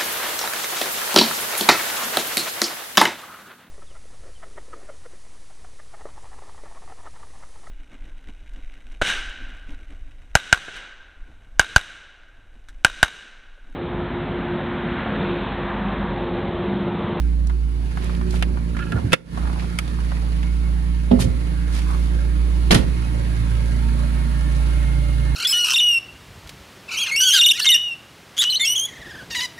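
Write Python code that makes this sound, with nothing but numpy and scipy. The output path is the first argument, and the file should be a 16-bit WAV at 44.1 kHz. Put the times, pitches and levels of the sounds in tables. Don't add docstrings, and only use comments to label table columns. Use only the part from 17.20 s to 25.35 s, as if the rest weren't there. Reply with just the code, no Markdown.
import sys
import numpy as np
from scipy import signal
from scipy.fft import rfft, irfft, next_fast_len
from scipy.io import wavfile
from scipy.ndimage import uniform_filter1d, minimum_filter1d, map_coordinates

SR = 44100
rng = np.random.default_rng(int(sys.argv[2]) if len(sys.argv) > 2 else 0)


def transcribe(u):
    v = np.clip(np.atleast_2d(u).T, -1, 1)
    q = np.round(v * 32767).astype(np.int16)
    wavfile.write(sys.argv[1], SR, q)


N = 359415
TIME = np.arange(N) / SR
SIDES = np.array([[1], [-1]])

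# time in seconds, mechanical noise in dB, nearness to the bonnet 0-1.
WALK = [(0, -49, 0.52), (.45, -49, 0.17), (.8, -43, 0.03), (1.4, -46, 0.14), (2.3, -41.5, 0.08),
        (3.2, -41.5, 0.06), (3.7, -44, 0.6), (4.4, -42.5, 0.43), (5.2, -41.5, 0.52), (5.9, -40, 0.52),
        (7.2, -40, 0.96), (8.15, -39.5, 1)]


def exhaust(firings):
    # time in seconds, level in dB.
    boom_levels = [(0, -18.5), (.3, -18), (.75, -24.5), (1.25, -20), (1.65, -26.5), (1.9, -48),
                   (2.25, -20.5), (2.55, -28.5), (2.85, -21.5), (3.35, -19.5), (4.3, -21), (5.45, -17),
                   (5.9, -22), (6.7, -18), (7, -19.5), (7.5, -17.5), (8.15, -18.5)]
    # multiple of the firing rate, cabin level in dB, bonnet level in dB.
    overtones = [(2, -38, -43), (2.5, -40.5, -30), (3, -34, -38), (4, -47.5, -48), (5, -47.5, -45)]
    # multiple of the firing rate, level in dB.
    weak_orders = [(.5, -56), (1.499, -49), (3.5, -50.5), (4.5, -53.5), (5.34, -51), (5.5, -62.5),
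                   (6, -57.5), (6.36, -54.5), (7.78, -60.5)]
    # frequency in Hz, level in dB.
    rumble_shape = [(18, -54), (31, -26), (44, -16), (75, -13.5), (107, -15), (167, -26), (217, -13),
                    (291, -22.5), (420, -28), (600, -32), (780, -68), (1320, -120)]
    # frequency in Hz, lag in radians.
    left_lag = [(57, 0.52), (170, 0.78), (280, 0.96), (420, 1.47)]
    level_db, near = curves(WALK)
    shudder = amp(-26) * (1 - near ** 3) * noise(hump(centre_hz=78, octaves=0.52), spread=0.12)[0]
    boom = amp(curves(boom_levels)[0]) * (tone(firings, flutter_db=0.5, drift_rad=0.0075) + shudder)
    for order, cabin_db, bonnet_db in overtones:
        lope = 1 + 0.23 * np.cos(2 * np.pi * (firings / 6 + rng.random()))
        db = cabin_db + (bonnet_db - cabin_db) * near ** 3 + standing_wave_db(order)
        db += 0.16 * wobble(3.16)
        boom += amp(db) * lope * tone(order * firings, flutter_db=1.7, drift_rad=0.024)
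    for order, db in weak_orders:
        boom += amp(db + standing_wave_db(order)) * tone(order * firings, flutter_db=4, drift_rad=0.16)
    puffs = 1 + 0.5 * np.cos(2 * np.pi * firings)
    footwell_db = 11.5 * passing(at_s=1.48, half_s=0.87)
    rumble = unit(puffs * noise(lambda f: along(rumble_shape, f), spread=0.18))
    rumble *= amp(level_db + 0.3 + footwell_db)
    left_db = -5.5
    return filtered(boom + rumble,
                    lambda f: amp(SIDES * left_db / 2) * np.exp(-0.5j * SIDES * along(left_lag, f)))


def standing_wave_db(order):
    # order to the nearest half, time and half length in seconds, gain in dB.
    spots = [(2, .05, 0.46, -18), (2, 2.26, 0.28, -5), (2, 6.28, 0.61, 11.5), (2, 8.06, 0.55, 11.5),
             (3, 0.52, 0.23, -15.5), (3, 1.02, 0.41, 4), (4, 1.21, 0.43, 8.5), (4, 3.26, 0.45, 3.5),
             (4, 6.9, 0.49, 13), (4.5, 6.65, 0.89, 6), (5, 0.032, 0.23, 6.5), (5, 4.35, 0.25, 6),
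             (5.5, 5.38, 0.58, 8), (5.5, 0.42, 0.75, -12), (6.5, 1.23, 0.53, 12.5), (6.5, 5.4, 0.85, 9.5)]
    return sum(db * passing(at_s, half_s) for multiple, at_s, half_s, db in spots
               if round(2 * multiple) == round(2 * order))


def machinery(firings):
    # frequency in Hz, level in dB.
    cabin_shape = [(150, -28), (400, -1.5), (600, -6.5), (1000, -6), (1500, -9.5), (2100, -10), (3000, -15),
                   (4500, -15), (6000, -22), (10000, -21), (15500, -25)]
    # frequency in Hz, level in dB.
    bay_shape = [(150, -44), (400, -6), (600, -4.5), (750, -7.5), (1100, -6), (1800, -7.5), (2800, -12),
                 (4200, -12.5), (5500, -20), (10000, -16.5), (15500, -21)]
    # frequency in Hz, likeness 0-1, left lead in radians, left level in dB.
    engine_ports = [(300, 0.18, 6, -10.5), (645, 0.68, 2, -3), (1060, 0.64, 1.8, -1.5),
                    (1850, 0.15, 4.34, -4.5), (3870, 0.11, 12.13, -2), (6530, 0.33, 19.4, -4),
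                    (8000, 0.13, 23, -3), (8840, 0.85, 20.6, 0.5), (9920, 0.8, 19.56, -1),
                    (12100, 0.83, 15.3, 0), (13100, .94, 13.9, 2), (14000, 1, 13.5, -1)]
    level_db, near = curves(WALK)
    rush = np.sqrt(1 - near) * hiss(cabin_shape) + np.sqrt(near) * hiss(bay_shape)
    valves = amp(-6 + 2.5 * near) * valve_gear(firings)
    clatter = amp(level_db + 0.28 * wobble(4)) * (rush + valves)
    whine = near ** 2 * pulleys(firings)
    diffuse = ports(reflected(clatter, patchy_db=2.5), engine_ports)
    return diffuse + place(whine + belt(near), left_db=-3, lead_ms=0.053)


def valve_gear(firings, pattern_db=5, scatter_db=4, t60_s=0.055):
    # frequency in Hz, width in Hz, gain in dB.
    head_modes = [(569, 32, 5.5), (892, 36, -1.5), (1380, 110, -0.5), (1630, 75, -0.5), (1800, 19, -0.5),
                  (2160, 53, -6), (2504, 46, -4.5), (2836, 56, -4.5), (4360, 2000, -17.5)]
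    closing = np.floor(2 * firings + 0.015 * wobble(110)).astype(int)
    at = np.flatnonzero(np.diff(closing))
    valve_db = pattern_db * rng.uniform(-1.7, 1, size=12)
    taps = np.zeros(N)
    taps[at] = amp(valve_db[closing[at] % 12] + scatter_db * rng.uniform(-1.8, 1, len(at)))
    envelope = signal.fftconvolve(taps, decay(TIME[:SR // 20], t60_s))[:N]
    rattle = envelope * rng.standard_normal((2, N))
    return unit(sum(amp(1.2 * wobble(7)) * ring(rattle, [mode]) for mode in head_modes))


def pulleys(firings, fade_db=9):
    # multiple of the firing rate, level in dB, closest approach in seconds.
    whines = [(10.22, -52, 7.8), (10.62, -53.5, 6.9), (14.72, -54.5, 7.44), (16.04, -51.5, 6.71),
              (19.1, -59, 7.3), (22, -63.5, 7.2), (23.2, -56.5, 6.45), (24.4, -55, 7.4), (24.8, -61, 6.6),
              (28.9, -54, 6.8), (29.9, -62, 7.0), (31.6, -57.5, 7.2), (38.44, -57, 7.5)]
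    out = np.zeros(N)
    for order, db, nearest_s in whines:
        gain = amp(db + fade_db * (passing(nearest_s, half_s=0.53) - 1) + 1.1 * wobble(4))
        out += gain * tone(order * firings, flutter_db=2.5, drift_rad=0.6)
    return out


def belt(near, flap_hz=15, chirps_per_s=13):
    # time in seconds, pitch in Hz, level in dB.
    whistle = [(2.8, 2180, -76), (4.2, 2168, -58), (5.3, 2170, -61), (5.9, 2194, -57), (7.1, 2175, -59),
               (7.45, 2160, -60), (7.58, 2145, -48), (7.79, 2145, -48.5), (8.15, 2146, -47)]
    # centre in seconds, level in dB, half length in seconds, pitch in Hz.
    chirps = [(3.28, -48.5, .04, 2180), (3.46, -48.5, .022, 2180), (7.0, -49, 0.047, 2190),
              (7.155, -49, .04, 1810), (7.271, -45, 0.023, 1770), (7.92, -55, .1, 2845)]
    hz, db = curves(whistle)
    flap = 1 + 0.36 * np.sin(2 * np.pi * flap_hz * TIME + 1.7 * wobble(14))
    cycles = np.cumsum(hz + 15 * wobble(90)) / SR
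    out = amp(db) * flap * tone(cycles, flutter_db=0.3, drift_rad=0.35)
    for at_s, db, half_s, hz in chirps:
        add(out, at_s - 2 * half_s, chirp(db, half_s, hz, octaves_per_s=0))
    for when, strength, length, pitch, glide in rng.uniform(-1, 1, (int(chirps_per_s * N / SR), 5)):
        at = int((when + 1) / 2 * (N - 1))
        sound = chirp(db=-54 - 4 * strength, half_s=0.0216 * 2 ** (length / 2),
                      hz=1604 * 2 ** (0.39 * pitch), octaves_per_s=1.23 * glide)
        add(out, at / SR, min(1.64 * near[at], 1) ** 3 * sound)
    return out


def chirp(db, half_s, hz, octaves_per_s):
    t = np.arange(-2 * half_s, 2 * half_s, 1 / SR)
    phase = 2 * np.pi * np.cumsum(hz * 2 ** (octaves_per_s * t)) / SR + 0.37 * wobble(162, len(t))
    return np.sqrt(2) * amp(db) * np.exp(-(t / half_s) ** 2) * np.sin(phase)


def door_latch(spring_octaves=0.9, attack_s=0.00046):
    # start in seconds, level in dB, t60 in seconds, spring ring in dB, its pitch in Hz.
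    contacts = [(5.508, -5.5, 0.058, 7.5, 3000), (5.515, -3.5, 0.059, 8, 5660),
                (5.523, -6.5, 0.084, 3, 3800), (5.529, -9, 0.067, 5, 500), (5.545, -5.5, 0.043, 11, 9000),
                (5.548, -6.5, .06, 7.5, 3400), (5.555, -15.5, 0.22, 2.5, 3600)]
    # frequency in Hz, level in dB.
    steel = [(150, 7), (300, 4), (800, -2), (1700, -5.5), (2600, -7.5), (4000, -11), (6300, -16.5),
             (8000, -19), (10200, -17), (15500, -23)]
    out, t = np.zeros((2, N)), TIME[:SR // 4]
    for start_s, db, t60_s, ring_db, spring_hz in contacts:
        spring = lambda f: ring_db * np.exp(-(np.log2((f + 1) / spring_hz) / spring_octaves) ** 2)
        burst = noise(lambda f: along(steel, f) + spring(f), spread=1, size=len(t))
        add(out, start_s, amp(db) * decay(t, t60_s) * (1 - np.exp(-t / attack_s)) * burst)
    return out


def bodywork():
    # start in seconds, level in dB.
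    knocks = [(1.727, -17), (1.79, -23.5), (3.911, -2.5), (3.989, -25), (4.018, -24), (4.044, -22),
              (5.509, -8.5), (5.54, -7.5), (5.572, -20)]
    # frequency in Hz, width in Hz, gain in dB.
    panel_modes = [(198, 21, 5), (246.2, 18, 7.5), (408, 28, 3.5), (530, 29, 3), (656, 51, 0.5),
                   (914, 32, -9.5)]
    # start in seconds, level in dB.
    thuds = [(1.745, -12), (1.842, -13), (3.915, -12), (4.0, -13.5), (4.052, -12.5), (5.52, -17),
             (5.539, -4.5), (5.557, -10)]
    # frequency in Hz, width in Hz, gain in dB.
    shell_modes = [(70.6, 12, -0.5), (94, 28.2, 1), (163, 33, -8), (257.5, 19, -5.5), (390, 185, -12.5)]
    door = blows(knocks, panel_modes, rattle=0.12, rebound_s=0.0165)
    return door + blows(thuds, shell_modes, rattle=0.29, rebound_s=0.017)


def blows(rows, modes, rattle, rebound_s, rebound_db=-0.5):
    out, t = np.zeros(N), TIME[:SR // 3]
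    for start_s, db in rows:
        for delay_s, loss_db in ((0, 0), (rebound_s, rebound_db)):
            push = np.exp(-t / 0.0025) + rattle * rng.standard_normal(len(t)) * decay(t, t60_s=0.46)
            sound = ring(push, modes)
            add(out, start_s + delay_s, amp(db + loss_db) * sound / np.abs(sound).max())
    return out


def bonnet_catch():
    # start in seconds, level in dB.
    contacts = [(1.921, -11), (1.928, -8.5), (1.931, 16), (1.934, 14.5), (1.9375, 11.5)]
    # frequency in Hz, width in Hz, gain in dB.
    bracket_modes = [(168, 100, -1), (300, 147, -1.5), (526, 95, 0.5), (1351, 180, -4), (1740, 125, -1),
                     (2130, 150, -4.5), (2620, 140, 1.5), (3460, 380, -8.5), (4430, 1100, -17),
                     (9000, 7200, -26.5)]
    return place(struck(contacts, bracket_modes, buzz=0.28, buzz_t60_s=0.033), left_db=-6)


def bonnet_cable(sag_octaves_per_s=1.53):
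    # centre in seconds, level in dB, half length in seconds, tilt in dB per octave.
    creaks = [(1.553, -38, 0.0051, -2), (1.603, -34.5, 0.017, -5), (1.63, -35, 0.015, 3),
              (1.677, -41.5, 0.021, 6), (1.731, -29, .011, -3), (1.771, -34.5, 0.016, -18)]
    # frequency in Hz, level in dB.
    partials = [(1385, 5), (1680, 1), (2580, -6.5), (2980, -13)]
    out = np.zeros(N)
    for at_s, db, half_s, tilt_db in creaks:
        t = np.arange(-2 * half_s, 2 * half_s, 1 / SR)
        wander = 1 + 0.026 * wobble(716, len(t)) + 0.0254 * wobble(60, len(t))
        slip = np.cumsum(2 ** (-sag_octaves_per_s * t) * wander) / SR
        squeak = sum(amp(partial_db + tilt_db * np.log2(hz)) * np.sin(2 * np.pi * hz * slip)
                     for hz, partial_db in partials)
        rough = unit(squeak * amp(2.5 * wobble(340, len(t))))
        add(out, at_s - 2 * half_s, amp(db) * np.exp(-(t / half_s) ** 2) * rough)
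    return place(out, left_db=-7)


def trim_snap(start_s=2.5876, db=-6):
    # frequency in Hz, width in Hz, gain in dB.
    trim_modes = [(610, 230, -7.5), (1050, 250, -6), (1300, 150, 0.5), (2200, 290, 3), (3370, 580, -6),
                  (4800, 540, -8), (9000, 5400, -13)]
    return struck([(start_s, db)], trim_modes, buzz=0.16, buzz_t60_s=0.037)


def struck(rows, modes, buzz, buzz_t60_s):
    out, t = np.zeros((2, N)), TIME[:SR // 8]
    for start_s, db in rows:
        push = (t == 0) + buzz * rng.standard_normal((2, len(t))) * decay(t, buzz_t60_s)
        sound = ring(push, modes)
        add(out, start_s, amp(db) * sound / np.abs(sound).max())
    return out


def handling(snags_per_s=27):
    # start in seconds, level in dB, centre in Hz.
    taps = [(0.27, -33.5, 5700), (0.2966, -29, 1180), (.7133, -36.5, 1560), (0.772, -26, 1170),
            (.8355, -34, 1700), (0.843, -34, 8000), (0.895, -30.5, 1090), (.9318, -39, 1120),
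            (0.949, -34, 2200), (.967, -43, 7000), (1.012, -29.5, 940), (1.107, -29, 4500),
            (1.14, -30, 900), (1.158, -31, 2400), (1.2246, -15, 2100), (1.3712, -30.5, 950),
            (1.567, -27, 1610), (1.59, -29, 1710), (1.720, -25, 2020), (2.174, -26, 890), (2.235, -33, 850),
            (2.254, -32, 950), (2.273, -28.5, 930), (2.296, -37, 1050), (2.33, -33, 1100),
            (2.359, -37, 1300), (2.395, -30, 1900), (2.422, -31, 900), (2.442, -32, 950),
            (2.677, -34.5, 3000), (2.787, -36, 1000), (2.9181, -28, 920), (2.968, -34, 1800),
            (3.2296, -31, 2200), (3.915, -21.5, 550), (3.9903, -26.5, 794), (4.702, -31, 1100)]
    # time in seconds, level in dB, half length in seconds, centre in Hz, width in octaves.
    strokes = [(0.865, -42.5, 0.088, 1630, 1.2), (1.156, -40, 0.058, 1880, 2.2),
               (1.621, -46, 0.04, 1960, 0.69), (1.769, -36.5, 0.053, 700, 0.64),
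               (2.283, -43, 0.14, 900, 0.33), (2.421, -45.5, 0.037, 3200, 0.7),
               (2.92, -50, 0.088, 1820, 0.59), (3.918, -36.5, 0.0091, 3180, 0.3),
               (4.007, -25, .011, 4900, 1.7), (4.023, -30.5, .023, 4070, 1.4),
               (4.569, -36.5, 0.054, 2200, 1.8), (4.721, -38, 0.059, 1100, 0.19),
               (4.76, -44, 0.12, 4530, 4.1), (6.056, -41.5, 0.016, 2290, 0.48)]
    out = np.zeros((2, N))
    for start_s, db, hz in taps:
        add(out, start_s, click(db, hz))
    for at_s, db, half_s, hz, octaves in strokes:
        swell = np.exp(-np.arange(-2, 2, 1 / (half_s * SR)) ** 2)
        grain = amp(2.3 * wobble(153, len(swell)))
        friction = noise(hump(hz, octaves), spread=1, size=len(swell))
        add(out, at_s - 2 * half_s, amp(db) * swell * grain * friction)
        for when, strength, pitch in rng.uniform(-1, 1, (int(2 * half_s * snags_per_s), 3)):
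            add(out, at_s + half_s * when, click(db + 3 + 4.5 * strength, hz * 2 ** (0.3 * pitch)))
    return out


def click(db, hz, attack_s=0.0006):
    t = TIME[:SR // 8]
    body = noise(hump(hz, 0.55), spread=0.86, size=len(t))
    answer = amp(-5.5) * noise(hump(580, 0.99), spread=0.62, size=len(t))
    crack = noise(hump(6200, 1), spread=0.84, size=len(t))
    crack *= amp(-5) * decay(t, t60_s=0.018) * min(hz / 2200, 1) ** 2
    t60_s = 0.052 * (hz / 1000) ** -0.38
    return amp(db) * (1 - np.exp(-t / attack_s)) * (decay(t, t60_s) * (body + answer) + crack)


def reflected(x, patchy_db):
    hz, _, spectra = signal.stft(x, SR, nperseg=512)
    patches = uniform_filter1d(rng.standard_normal(spectra.shape[1:]), size=3, axis=0)
    patches = unit(uniform_filter1d(patches, size=24, axis=1))
    depth_db = patchy_db / (1 + (hz[:, None] / 3500) ** 2)
    return signal.istft(spectra * amp(depth_db * patches), nperseg=512)[1][:, :N]


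def workshop_echo(x):
    # frequency in Hz, t60 in seconds.
    room_t60 = [(100, 0.64), (1500, 0.2), (10000, 0.21)]
    hz, t, spectra = signal.stft(rng.standard_normal((2, SR // 2)), SR, nperseg=256)
    tail = signal.istft(spectra * decay(t, along(room_t60, hz)[:, None]), SR, nperseg=256)[1]
    return signal.fftconvolve(x, tail / np.linalg.norm(tail[0]), axes=1)[:, :N]


def ports(pair, table):
    hz, *columns = np.transpose(table)

    def mix(f):
        alike, lead_rad, left_db = (np.interp(np.log(f + 1), np.log(hz), c) for c in columns)
        turn = np.arccos(np.clip(alike, 0, 1)) / 2
        left = amp(left_db / 2) * np.exp(0.5j * lead_rad)
        return np.array([[left * np.cos(turn), left * np.sin(turn)],
                         [np.cos(turn) / left, -np.sin(turn) / left]])
    return filtered(pair, mix).sum(axis=1)


def place(x, left_db, lead_ms=0):
    return filtered(x, lambda f: amp(SIDES * left_db / 2) * np.exp(1j * np.pi * f * SIDES * lead_ms / 1000))


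def limiter(x, top_db, hold_s, release_db_per_s, depth_db):
    need_db = np.clip(top_db - 20 * np.log10(np.abs(x).max(axis=0) + 1e-6), -depth_db, 0)
    ahead, half_hold = int(0.0015 * SR), int(hold_s * SR / 2)
    need_db = minimum_filter1d(need_db, 2 * ahead + 1)
    held_db = minimum_filter1d(need_db, 2 * half_hold + 1, origin=half_hold)
    climb_db = release_db_per_s * TIME
    gain_db = np.minimum.accumulate(held_db - climb_db) + climb_db
    return x * amp(uniform_filter1d(gain_db, 2 * ahead + 1))


def amp(db):
    return 10 ** (np.asarray(db) / 20)


def decay(t, t60_s):
    return amp(-60 * t / t60_s)


def unit(x):
    return x / np.sqrt(np.mean(x ** 2) + 1e-20)


def along(points, hz):
    f, values = np.transpose(points)
    return np.interp(np.log(hz + 1), np.log(f + 1), values)


def curves(rows):
    times_s, *columns = np.transpose(rows)
    return [np.interp(TIME, times_s, c) for c in columns]


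def passing(at_s, half_s):
    return np.exp(-((TIME - at_s) / half_s) ** 2)


def wobble(knots_per_s, size=N):
    knots, t = rng.standard_normal(int(size * knots_per_s / SR) + 4), TIME[:size]
    return np.interp(t, t[::32], map_coordinates(knots, [t[::32] * knots_per_s]))


def tone(cycles, flutter_db, drift_rad):
    strength = np.sqrt(2) * amp(flutter_db * wobble(18))
    return strength * np.sin(2 * np.pi * (cycles + rng.random()) + drift_rad * wobble(9))


def filtered(x, response):
    n = x.shape[-1]
    padded = next_fast_len(n + SR // 4)
    return irfft(rfft(x, padded) * response(np.fft.rfftfreq(padded, 1 / SR)), padded)[..., :n]


def ring(x, modes):
    return filtered(x, lambda f: sum((-1) ** k * amp(db) * 1j * f * width / (hz**2 - f**2 + 1j * f * width)
                                     for k, (hz, width, db) in enumerate(modes)))


def noise(shape_db, spread, size=N):
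    mid, side = filtered(rng.standard_normal((2, size)), lambda f: amp(shape_db(f)))
    return unit(np.array([mid + spread * side, mid - spread * side]))


def hiss(spectrum):
    return unit(filtered(rng.standard_normal((2, N)), lambda f: amp(along(spectrum, f))))


def hump(centre_hz, octaves):
    return lambda f: (-10 * np.log10(1 + (np.log2((f + 1) / centre_hz) / octaves) ** 4)
                      - 2 * np.log2(1 + f / centre_hz))


def add(track, start_s, sound):
    part = track[..., round(start_s * SR):][..., :sound.shape[-1]]
    part += sound[..., :part.shape[-1]]


def scene():
    # time in seconds, firings per second.
    idle_speed = [(0, 57.5), (.22, 57.9), (.58, 55.8), (.8, 57.7), (1.2, 58.2), (1.75, 56.2), (2.25, 58.3),
                  (2.6, 58.1), (3.05, 56.6), (3.6, 57.8), (4.45, 57.0), (5.1, 57.1), (5.6, 58.2),
                  (6.17, 56.0), (6.5, 56.8), (7.08, 57.6), (7.45, 57.0), (8.15, 56.9)]
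    # frequency in Hz, likeness 0-1, left lead in radians, left dB.
    close_ports = [(100, 0.85, 0, -4.5), (279, 0.8, 0.13, -6.5), (470, 0.32, -3.5, -6.5),
                   (1000, 0.35, -4, -1), (2000, 0.089, -4.5, -5), (4000, 0.15, -5.5, -4),
                   (8000, 0.175, -5, -2)]
    firings = np.cumsum(curves(idle_speed)[0]) / SR
    close = handling() + trim_snap() + door_latch()
    close[0] += bodywork()
    events = ports(close, close_ports) + bonnet_cable() + bonnet_catch()
    outside = curves(WALK)[1]
    return exhaust(firings) + machinery(firings) + events + amp(-4) * workshop_echo(outside * events)


def record(dry, ceiling=0.92, top_hz=15750):
    # frequency in Hz, gain in dB.
    treble = [(4500, 0), (6000, -2), (8000, -3), (10000, 0.5), (11300, -2), (12200, -12.5), (13500, -9),
              (15500, -18)]
    heard = filtered(dry, lambda f: amp(along(treble, f)))
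    limited = limiter(heard, top_db=2.5, hold_s=0.093, release_db_per_s=145, depth_db=17.5)
    rounded = limited / (1 + (limited / ceiling) ** 8) ** (1 / 8)
    return filtered(rounded, lambda f: f < top_hz)


dry = scene()
out = record(dry)
transcribe(out)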